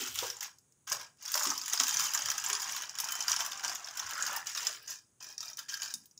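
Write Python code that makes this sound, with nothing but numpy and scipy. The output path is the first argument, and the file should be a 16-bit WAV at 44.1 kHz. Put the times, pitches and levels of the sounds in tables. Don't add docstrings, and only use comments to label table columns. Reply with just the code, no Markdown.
import sys
import numpy as np
from scipy import signal
from scipy.fft import rfft, irfft, next_fast_len
from scipy.io import wavfile
from scipy.ndimage import uniform_filter1d

SR = 44100
rng = np.random.default_rng(int(sys.argv[2]) if len(sys.argv) > 2 else 0)


def transcribe(u):
    v = np.clip(np.atleast_2d(u).T, -1, 1)
    q = np.round(v * 32767).astype(np.int16)
    wavfile.write(sys.argv[1], SR, q)


N = 273042

# frequency in Hz, relative level in dB.
PANEL_SPECTRUM = [(25, -32), (90, -9), (170, -16.5), (250, -12.5), (420, -14), (540, -16.5), (800, -5),
                  (1000, 1.5), (1250, 1), (1700, -0.5), (3000, -26)]
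FOLD_SPECTRUM = [(60, -63.5), (300, -18), (700, -36), (1100, -7), (1300, -2.5), (1680, -2), (2100, -6.5),
                 (2500, -5.5), (3100, -1.5), (3600, -3.5), (4200, -9), (8000, -43)]
FACET_SPECTRUM = [(1800, -61), (2600, -14.5), (3100, -32), (3650, -8.5), (4150, -11.5), (5000, 0),
                  (5900, -0.5), (7100, -0.5), (8200, -12.5), (10500, -14.5), (13500, -49.5), (15500, -6.5)]
EDGE_SPECTRUM = [(1000, -69), (5000, -60.5), (8000, 5), (10000, 4.5), (13000, 10), (15500, 12.5)]

PANEL_RING_S = 0.045


def amp(db):
    return 10 ** (np.asarray(db) / 20)


def unit(x):
    return x / np.sqrt(np.mean(x ** 2) + 1e-20)


def along(points, hz):
    f, v = np.transpose(points)
    return np.interp(np.log(hz + 1), np.log(f + 1), v)


def filtered(x, response):
    m = next_fast_len(N + 8192)
    hz = np.fft.rfftfreq(m, 1 / SR)
    return irfft(rfft(x, m) * response(hz), m)[..., :N]


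def coloured(x, spectrum, size=2048):
    magnitude = amp(along(spectrum, np.fft.rfftfreq(size, 1 / SR)))
    cepstrum = irfft(np.log(magnitude))
    cepstrum[1:size // 2] *= 2
    cepstrum[size // 2 + 1:] = 0
    impulse_response = irfft(np.exp(rfft(cepstrum)))
    return signal.fftconvolve(x, impulse_response)[:len(x)]


def high_passed(x, hz, order):
    return signal.sosfilt(signal.butter(order, hz, "highpass", fs=SR, output="sos"), x)


def add(track, s, sound):
    start = max(round(s * SR), 0)
    part = track[start:start + len(sound)]
    part += sound[:len(part)]


def burst(t60, size=4096):
    return rng.standard_normal(size) * amp(-60 * np.arange(size) / SR / t60)


def facet(hz, t60, size=4096):
    t = np.arange(size) / SR
    return np.sin(2 * np.pi * hz * t) * amp(-60 * t / t60)


def varied(spectrum):
    scatter_db = 4 * rng.standard_normal(len(spectrum))
    return [(hz, db + chance) for (hz, db), chance in zip(spectrum, scatter_db)]


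def stroke(s, length, db):
    attack_s, release_db_per_s = 0.0056, 283
    t = np.arange(N) / SR - s
    return np.clip(t / attack_s, 0, 1) * amp(db - release_db_per_s * np.maximum(t - length, 0))


def resonate(x, response, count):
    out = np.zeros(N)
    hop = N // count + 1
    for start in range(0, N, hop):
        add(out, start / SR, signal.fftconvolve(x[start:start + hop], response()))
    return out


def crackle(spectrum, rate, spread_db, t60, centre_hz, ring_t60, ring, count=160, size=14000):
    pitches = centre_hz * np.exp(0.3 * rng.standard_normal(count))
    voices = [unit(burst(t60)) + ring * unit(facet(hz, ring_t60)) for hz in pitches]
    gaps, strengths = rng.standard_exponential((size, 2)).T
    times = np.cumsum(gaps) / rate
    strengths = np.minimum(strengths, 3)
    patches = rng.integers(count, size=size)
    out = np.zeros(N)
    for s, strength, patch in zip(times, strengths, patches):
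        if s < N / SR:
            add(out, s, amp(spread_db * strength) * voices[patch])
    out = coloured(out, spectrum)
    local_power = np.abs(uniform_filter1d(out ** 2, size=1500))
    return unit(out / np.sqrt(local_power + 0.024 * np.mean(out ** 2)))


def ambience():
    # frequency in Hz, relative level in dB.
    hum_and_hiss = [(25, -26), (65, -9.5), (95, -6.5), (125, -0.5), (190, -10.5), (350, -13.5), (660, -22),
                    (1400, -22.5), (2100, -27.5), (4200, -29), (5300, -30.5), (6650, -12.5), (7400, -20.5),
                    (7800, -16.5), (10400, -21), (11200, -42.5), (15500, -26.5)]
    return amp(-71.5) * unit(coloured(rng.standard_normal(N), hum_and_hiss))


def kitchen_tail(size=22050):
    # frequency in Hz, reverberation time t60 in seconds.
    reverberation = [(120, 0.52), (500, 0.35), (1500, 0.21), (6000, 0.15), (10000, 0.24), (15000, 0.17)]
    hz, t, z = signal.stft(rng.standard_normal(size), SR, nperseg=256)
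    onset = 1 - np.exp(-t / 0.00067)
    decay = amp(-60 * t / along(reverberation, hz)[:, None]) * onset
    tail = signal.istft(z * decay, SR, nperseg=256)[1]
    return tail / np.linalg.norm(tail)


def widening(x):
    # start in seconds, length in seconds, side over centre in dB.
    wide_moments = [(1.36, .02, -7), (2.132, .008, -4), (2.46, .008, -5), (2.549, .008, -4),
                    (3.119, .008, -5), (3.459, .008, -5), (3.968, .008, -5), (4.36, .008, -2),
                    (4.665, .012, -1), (4.873, .01, -4), (5.242, .008, -5), (5.739, .008, -6)]
    scatter = burst(0.006)
    scattered = signal.fftconvolve(x, scatter / np.linalg.norm(scatter))[:N]
    return sum(stroke(*row) for row in wide_moments) * high_passed(scattered, 4700, order=12)


def bumps(size=16000):
    # start in seconds, level in dB, pitch in Hz, t60 in seconds.
    contacts = [(.003, -46, 368, 0.15), (0.021, -45, 245, 0.072), (0.089, -56, 91.8, 0.74),
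                (0.225, -36, 482, 0.12), (.228, -38, 955, 0.11), (.92, -50, 580, 0.29),
                (0.925, -62.5, 131, 0.35), (1.352, -49.5, 621, .3), (1.466, -39, 312, 0.15),
                (1.516, -47.5, 300, 0.052), (1.805, -46.5, 264, 0.15), (1.94, -56.5, 132, 0.28),
                (2.24, -47, 96, 0.16), (2.501, -57.5, 416, 0.35), (3.3, -52, 78, 0.14),
                (4.046, -49.5, 85, 0.096), (4.611, -64.5, 461, 0.84), (5.931, -62, 234, 0.41)]
    rise_cycles, flutter_share = 0.4, 0.9
    out, t = np.zeros(N), np.arange(size) / SR
    for s, db, hz, t60 in contacts:
        band = [(hz / 2, -35), (hz * .8, 0), (hz * 1.2, 0), (hz * 1.7, -30), (hz * 4, -70)]
        flutter = unit(coloured(rng.standard_normal(size), band))
        note = facet(hz, t60, size=size) + flutter_share * flutter * amp(-60 * t / t60)
        add(out, s, amp(db) * note * (1 - np.exp(-t * hz / rise_cycles)))
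    return out


def drag():
    # time in seconds, level in dB.
    drag_level = [(4.1, -59), (4.19, -39.5), (4.24, -46), (4.3, -45), (4.37, -50.5), (4.43, -50.5)]
    # frequency in Hz, relative level in dB.
    scrape_spectrum = [(600, -39), (1100, -16), (1450, -0.5), (1750, -3), (2200, -20.5), (4000, -53)]
    level_db = np.interp(np.arange(N) / SR, *np.transpose(drag_level), left=-120, right=-120)
    rasp = crackle(scrape_spectrum, rate=400, spread_db=3.5, t60=0.024, centre_hz=1573,
                   ring_t60=PANEL_RING_S, ring=0.25, count=40)
    return amp(level_db) * rasp


def brush():
    # start in seconds, length in seconds, level in dB.
    strokes = [(-.02, 0.044, -38.5), (0.058, 0.25, -46), (0.138, 0.096, -42.5)]
    # frequency in Hz, relative level in dB.
    wrinkle_spectrum = [(1200, -35), (2400, 0), (3100, 6), (3700, 2.5), (4600, 0), (8000, 0.5),
                        (10000, -9.5), (13000, -4), (15500, 1.5)]
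    pressure = np.sqrt(sum(stroke(*row) ** 2 for row in strokes))
    return pressure * crackle(wrinkle_spectrum, rate=1600, spread_db=4, t60=0.014, centre_hz=2860,
                              ring_t60=0.0052, ring=0.183)


def curl(size=1500):
    # band centre in Hz, mean level in dB.
    hollow_bands = [(330, 6), (610, -1), (900, -2), (1330, -5), (1680, 1), (2450, 1), (3030, -3),
                    (3680, -4)]
    width_hz, scatter_db, shift_share = 190, 2, 0.022
    t = np.arange(size) / SR
    damping = np.pi * width_hz
    out = high_passed(signal.unit_impulse(size), 4770, order=6)
    for (hz, db), (shift, weight) in zip(hollow_bands, rng.standard_normal((len(hollow_bands), 2))):
        ring = np.exp(-damping * t) * np.cos(2 * np.pi * hz * (1 + shift_share * shift) * t)
        out += amp(db + scatter_db * weight) * 2 * damping / SR * ring
    return out


def lifted(x):
    clear_from_s, clear_by_s = 4.74, 4.87
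    free = np.clip((np.arange(N) / SR - clear_from_s) / (clear_by_s - clear_from_s), 0, 1)
    return np.sqrt(1 - free) * x + np.sqrt(free) * resonate(x, curl, count=45)


def sheet_ring(size=11000, count=5):
    # mode frequency in Hz, mean level in dB, t60 in seconds.
    sheet_modes = [(591, 5, 0.089), (790.4, 3.5, 0.072), (1002, -12.5, 0.16), (1295, -3, 0.11),
                   (1629, -1, 0.095), (1822, -9.5, 0.11), (2416, -8, 0.23), (3087, 4, 0.033),
                   (3660, -10, 0.13), (5020, -15.5, 0.32), (5580, -7.5, 0.26), (5970, -9, 0.061),
                   (6660, -18.5, 0.47), (7100, -13, 0.092)]
    split, scatter_db = 0.011, 3
    t = np.arange(size) / SR
    out = np.zeros(size)
    for hz, db, t60 in sheet_modes:
        bend, phase = rng.standard_normal((2, count, 1))
        cluster = np.sin(2 * np.pi * hz * (1 + split * bend) * t + np.pi * phase).sum(axis=0)
        out += amp(db + scatter_db * rng.standard_normal() - 60 * t / t60) * cluster
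    return out / np.linalg.norm(out)


def flexing():
    # time in seconds, crackle drive in dB.
    pull = [(1.17, -74), (1.23, -48), (1.4, -34.5), (1.62, -43.5), (1.92, -35.5), (2.4, -42), (2.78, -39),
            (2.92, -53), (3.04, -42), (3.45, -45), (3.9, -52), (4.25, -39.5), (4.43, -55), (4.62, -58),
            (4.87, -53.5)]
    # time in
    # seconds, fold drive and panel drive in dB over the crackle.
    larger_patches = [(1.3, -5, -14), (3.9, 0, -1.5), (4.8, -6, -20)]
    # start in seconds, length in seconds, crackle drive in dB,
    # fold drive and panel drive in dB over the crackle.
    flexes = [(-.02, 0.098, -39.5, -2.5, -13.5), (0.17, 0.11, -40.5, -1.5, -14.5),
              (.32, 0.13, -53.5, -3, -6.5), (0.412, 0.035, -43, -2, -8), (0.869, 0.096, -43.5, -1, -9),
              (0.911, 0.013, -34, -11, -9), (0.989, 0.043, -48.5, -0.5, -5.5), (1.244, 0.052, -42, -8, -37),
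              (1.342, 0.19, -43, -10, -4.5), (1.721, 0.013, -32.5, -4, -16), (1.793, 0.015, -32, -1, -7.5),
              (1.98, 0.082, -34, -6.5, -13), (2.14, 0.035, -42, -16, 1), (2.26, 0.087, -49, -10, 0),
              (2.438, 0.076, -42, -1, -5.5), (2.98, 0.025, -49, -16, -4), (3.279, 0.049, -37, -1, -6.5),
              (3.386, 0.029, -35.5, -4, -6.5), (3.631, 0.017, -36, -2.5, -4),
              (3.68, 0.046, -41.5, -1.5, -6), (3.963, 0.16, -49.5, -2, -2), (4.267, 0.11, -43, 2, -0.5),
              (4.455, 0.049, -39.5, -2.5, -19), (4.551, 0.14, -38.5, -2, -11.5),
              (4.701, 0.056, -44, -4.5, -32), (4.872, 0.054, -39.5, -7, -20),
              (5.201, 0.115, -49, -4, -11.5), (5.398, 0.1, -46, -3, -16), (5.579, 0.0067, -41, 1, -16.5),
              (5.682, 0.061, -41.5, -1.5, -19.5), (5.789, 0.12, -44.5, -3, -17.5),
              (5.813, 0.032, -41.5, -21, -11.5), (5.95, 0.085, -63, -13, -19)]
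    t = np.arange(N) / SR
    pull_db = np.interp(t, *np.transpose(pull), left=-120, right=-120)
    times, *larger = np.transpose(larger_patches)
    power = amp([pull_db] + [pull_db + np.interp(t, times, db) for db in larger]) ** 2
    for s, length, db, fold_db, panel_db in flexes:
        power += np.outer(amp([0, fold_db, panel_db]) ** 2, stroke(s, length, db) ** 2)
    return np.sqrt(power)


def sheet(effort, fold_drive, panel_drive):
    fine = crackle(FACET_SPECTRUM, rate=800, spread_db=4.0, t60=0.022, centre_hz=5965,
                   ring_t60=0.022, ring=0.64)
    middling = crackle(FOLD_SPECTRUM, rate=600, spread_db=2.0, t60=0.026, centre_hz=2191.5,
                       ring_t60=0.05, ring=0.47)
    wide = crackle(PANEL_SPECTRUM, rate=400, spread_db=5.5, t60=0.0064, centre_hz=895.6,
                   ring_t60=PANEL_RING_S, ring=0.36)
    tiny = crackle(EDGE_SPECTRUM, rate=560, spread_db=3.5, t60=0.019, centre_hz=12660,
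                   ring_t60=0.0068, ring=0.17)
    brightness = (effort / amp(-41.5)) ** 0.71
    small = effort * (fine * amp(-2.5) + tiny * amp(-15.5) * brightness)
    return small + fold_drive * middling * amp(-6) + panel_drive * wide * amp(-2.5)


def pops():
    # start in seconds, relative level in dB, pitch in Hz.
    panel_flips = [(1.3524, -27, 1080), (1.376, -35, 940), (1.4093, -28.5, 950), (1.452, -33, 1100),
                   (1.516, -32, 887), (1.7364, -36, 1300), (2.287, -33, 1560), (3.283, -50, 1570),
                   (4.183, -52, 1480), (4.199, -53.5, 1446), (4.296, -35.5, 990), (4.302, -43, 1310)]
    trim_db, flip_t60_s, shudder_t60_s = -21.5, 0.029, 0.061
    out = np.zeros(N)
    for s, db, hz in panel_flips:
        flip = unit(facet(hz, flip_t60_s)) + 1.44 * unit(coloured(burst(flip_t60_s), PANEL_SPECTRUM))
        shudder = unit(coloured(burst(shudder_t60_s), PANEL_SPECTRUM))
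        add(out, s, amp(db + trim_db) * (flip + shudder))
    return high_passed(out, 580, order=2)


def snap(hz, fold_db, edge_db):
    crack_t60_s, crack_rise_s = 0.0105, 0.00054
    own = [(f, db - 9 * abs(np.log2(f / hz))) for f, db in varied(FACET_SPECTRUM)]
    crack = 0.6 * unit(coloured(burst(crack_t60_s), own)) + 0.63 * unit(facet(hz, crack_t60_s))
    spread = 0.55 * unit(coloured(burst(0.048), own)) + 0.12 * unit(facet(hz, 0.05))
    tick = amp(edge_db - 8) * unit(burst(0.003))
    fold_noise = coloured(burst(0.045), varied(FOLD_SPECTRUM))
    folds = amp(fold_db - 8.0) * unit(high_passed(fold_noise, 600, order=3))
    edge = amp(edge_db - 0.5) * unit(coloured(burst(0.042), EDGE_SPECTRUM))
    rise = 1 - np.exp(-np.arange(len(crack)) / SR / crack_rise_s)
    sharp = high_passed(tick + rise * (crack + spread), 2540, order=2)
    return amp(-12.5) * (sharp + rise * (folds + edge))


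def lesser_snaps(effort, count=200):
    rate_per_s, level_spread_db = 30, 2.5
    centre_hz, pitch_spread = 6260, 0.091
    mean_fold_db, mean_edge_db, colour_spread_db = -9, -8.5, 6
    out = np.zeros(N)
    times = (np.arange(count) + rng.random(count)) / rate_per_s
    for s, (strength, pitch, fold, edge) in zip(times, rng.standard_normal((count, 4))):
        sound = snap(centre_hz * np.exp(pitch_spread * pitch),
                     mean_fold_db + colour_spread_db * fold,
                     mean_edge_db + colour_spread_db * edge)
        if s < N / SR:
            add(out, s, effort[int(s * SR)] * amp(level_spread_db * strength) * sound)
    return out


def snaps():
    # start in seconds, relative level in dB, pitch of the facet in Hz,
    # relative levels of the folds and of the treble edge in dB.
    creases = [(0.072, -36.5, 5830, -2, -3), (.156, -35, 7100, 1, -1.5), (0.179, -44, 6100, 4, -16),
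               (0.188, -27.5, 3430, -4.5, -6.5), (0.3005, -31.5, 5870, -4, -8),
               (0.368, -43, 7100, -20, -14), (0.4074, -34.5, 6040, -3.5, -6),
               (0.428, -35.5, 6360, -0.5, -0.5), (0.585, -56, 6500, -35, -6), (.722, -62, 6870, -32, -10),
               (0.875, -44, 5860, -30, -3), (.899, -34, 6040, -5, -5), (.919, -28.5, 6400, -0.5, -14),
               (0.925, -29.5, 6400, -4, -2), (1.012, -43.5, 6460, 3, -3), (1.225, -45, 6000, -20, -3),
               (1.282, -39, 5430, 3, -6), (1.341, -25, 5670, -4, -9), (1.355, -29, 5570, -6.5, 1),
               (1.376, -28, 5660, 0.5, -3.5), (1.4334, -26, 6840, -11, -7), (1.4423, -33, 6200, -22, 1),
               (1.4535, -27, 6040, -3, -10), (1.471, -26, 5550, -4, -18), (1.5026, -26, 6300, -3.5, -13),
               (1.578, -30, 5100, -14, -8), (1.6148, -33, 4800, -20, -19), (1.659, -31.5, 6800, -6, -11),
               (1.68, -33, 7000, 1, -1), (1.698, -33.5, 6500, -6, -8), (1.7332, -24, 6440, -2.5, -6),
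               (1.7752, -29, 4860, -4, -25), (1.799, -16.5, 5500, -5.5, -20), (1.835, -24.5, 6140, -5, -18),
               (1.868, -28.5, 7040, -0.5, -10), (1.8814, -28, 6400, 0, -1), (1.891, -30, 6760, 1, -12),
               (1.909, -29.5, 5650, -8, -17), (1.9416, -28, 6000, 0, -5.5),
               (1.9699, -25.5, 6160, -5.5, -17), (1.996, -27.5, 5020, 0, -8), (2.005, -31, 7000, 2, -2),
               (2.0394, -32, 7600, -15, -9), (2.136, -31.5, 5900, -1, 0), (2.145, -30, 7150, -28, -17),
               (2.1492, -24.5, 6700, -2.5, -8), (2.1754, -31, 5800, 1, -16), (2.19, -31.5, 6460, -5, -6),
               (2.2205, -30.5, 6450, -1.5, -18), (2.258, -28, 5900, -1.5, -8),
               (2.286, -29.5, 5370, -2, -15), (2.301, -25, 5980, -5, -10), (2.315, -30, 5050, 2, -5),
               (2.38, -28, 6370, -2.5, -8.5), (2.4395, -33, 6050, 0, -6), (2.4622, -28.5, 7300, -18, -22),
               (2.4992, -28, 6550, 3.5, -8), (2.53, -25, 6720, -3, -25), (2.551, -29.5, 5900, -1.5, -17),
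               (2.603, -33.5, 4970, -13, -10), (2.6278, -33, 6460, -1.5, -10), (2.694, -38, 6800, 7, -17),
               (2.722, -34, 6100, -17, -5), (2.764, -34.5, 4760, 5.5, -2), (2.821, -35.5, 6500, 2.5, -5),
               (2.8353, -44.5, 3560, 13, -12), (2.8943, -36.5, 6100, -7, -15), (2.953, -42, 6900, 2, -10),
               (2.9863, -30, 5500, -1, -9), (3.001, -28, 6230, -22, 1), (3.043, -31.5, 6500, -22, -8),
               (3.087, -34.5, 5500, 3.5, -7), (3.121, -32, 6740, -1, 2), (3.1528, -31, 5380, -8, -8),
               (3.2057, -27, 5870, -9, -14), (3.224, -30.5, 7000, -17, -17), (3.281, -23, 5640, -2.5, -12),
               (3.296, -26, 6160, -8, -11), (3.3092, -37, 6400, -12, 1), (3.317, -23.5, 5750, -6, -24),
               (3.329, -30.5, 5760, 2, -20), (3.363, -25.5, 5560, -5.5, -33), (3.4049, -30, 5870, 3, -24),
               (3.449, -35.5, 7100, -6, -5), (3.462, -34, 5580, -1, -1.5), (3.519, -37.5, 6350, 7.5, -13),
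               (3.532, -38, 5030, -2, -16), (3.575, -40, 6900, -7, -17), (3.595, -41, 4940, 5, -13),
               (3.647, -30, 6010, 2.5, -18), (3.6796, -30, 5030, -23, -14), (3.6954, -31, 6100, -7, -12),
               (3.7246, -42, 5560, 1, -15.5), (3.7548, -31.5, 5800, -3.5, -29),
               (3.845, -36.5, 5440, -11, -22.5), (3.872, -45, 5400, 10, -7.5),
               (3.886, -38.5, 5100, 0, -17.5), (3.91, -45, 6300, -8, -6), (3.954, -43, 6500, -15, -8),
               (3.9735, -33, 5550, -6, -7), (3.994, -33.5, 6000, 3, -5.5), (3.998, -33, 5500, -13, -25),
               (4.026, -42.5, 4870, 8, -23), (4.0647, -38, 5800, -12, -27), (4.134, -36.5, 6060, -10, -13),
               (4.2238, -26, 6600, -17, -25), (4.265, -27, 4920, -27, -7.5), (4.363, -40, 5300, -6, 9),
               (4.3666, -37, 5700, -10, -13.5), (4.4694, -31.5, 6170, -6, -10.5),
               (4.5156, -37, 5600, -8.5, -27), (4.5494, -32.5, 5660, -1, -14),
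               (4.575, -30.5, 5850, 3.5, -12.5), (4.669, -24.5, 5350, -4.5, -31),
               (4.877, -49, 6200, -22, -33), (4.9025, -41, 5900, -13, -1), (4.989, -53.5, 6570, -18, -20),
               (5.226, -44, 6050, -7, -5), (5.243, -43, 5700, -3, -6), (5.2873, -46, 5440, -19, -10),
               (5.3795, -34, 5600, -11, -17), (5.405, -31, 5620, -23, -23), (5.4286, -36, 5950, 1, -14),
               (5.4805, -38, 5100, -22, -16), (5.5318, -41, 5760, -11, -29), (5.571, -38.5, 5900, -12, -6),
               (5.5896, -35, 4930, 0.5, -4.5), (5.6896, -37, 5650, -21, -32),
               (5.695, -35.5, 6300, -17, -27), (5.74, -34, 4400, -2, -6.5), (5.7733, -41, 6300, 2, -9),
               (5.819, -31, 6800, 0.5, -24), (5.831, -33, 4600, -2.5, -6), (5.8581, -38.5, 6160, 1, -15),
               (5.912, -44, 5900, -14, -12), (5.9387, -25, 6710, -25, -14), (6.057, -52.5, 6730, -27, 2),
               (6.111, -57.5, 6720, -20, -9), (6.176, -45, 6730, -33, -24)]
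    out = np.zeros(N)
    for s, db, hz, fold_db, edge_db in creases:
        add(out, s, amp(db) * snap(hz, fold_db, edge_db))
    return out


def scene():
    # frequency in Hz, side level of the reverberation in dB.
    side_width = [(3000, -81.5), (4500, -61.5), (7000, -52.5), (15000, -33.5)]
    effort, fold_drive, panel_drive = flexing()
    buckling = sheet(effort, fold_drive, panel_drive) + snaps() + pops() + lesser_snaps(effort)
    crinkles = lifted(buckling) + brush() + drag()
    ringing = amp(-15.0) * resonate(crinkles, sheet_ring, count=30)
    direct = crinkles + ringing + bumps()
    mid = direct + amp(-9.5) * resonate(direct, kitchen_tail, count=20) + ambience()
    side_tail = resonate(direct, kitchen_tail, count=12)
    side = filtered(side_tail, lambda hz: amp(along(side_width, hz))) + widening(direct)
    return np.array([mid + side, mid - side])


def record(dry):
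    low_hz, top_hz = 45, 15550
    return filtered(dry, lambda hz: hz / np.hypot(hz, low_hz) / np.hypot(1, (hz / top_hz) ** 150))


dry = scene()
out = record(dry)
transcribe(out)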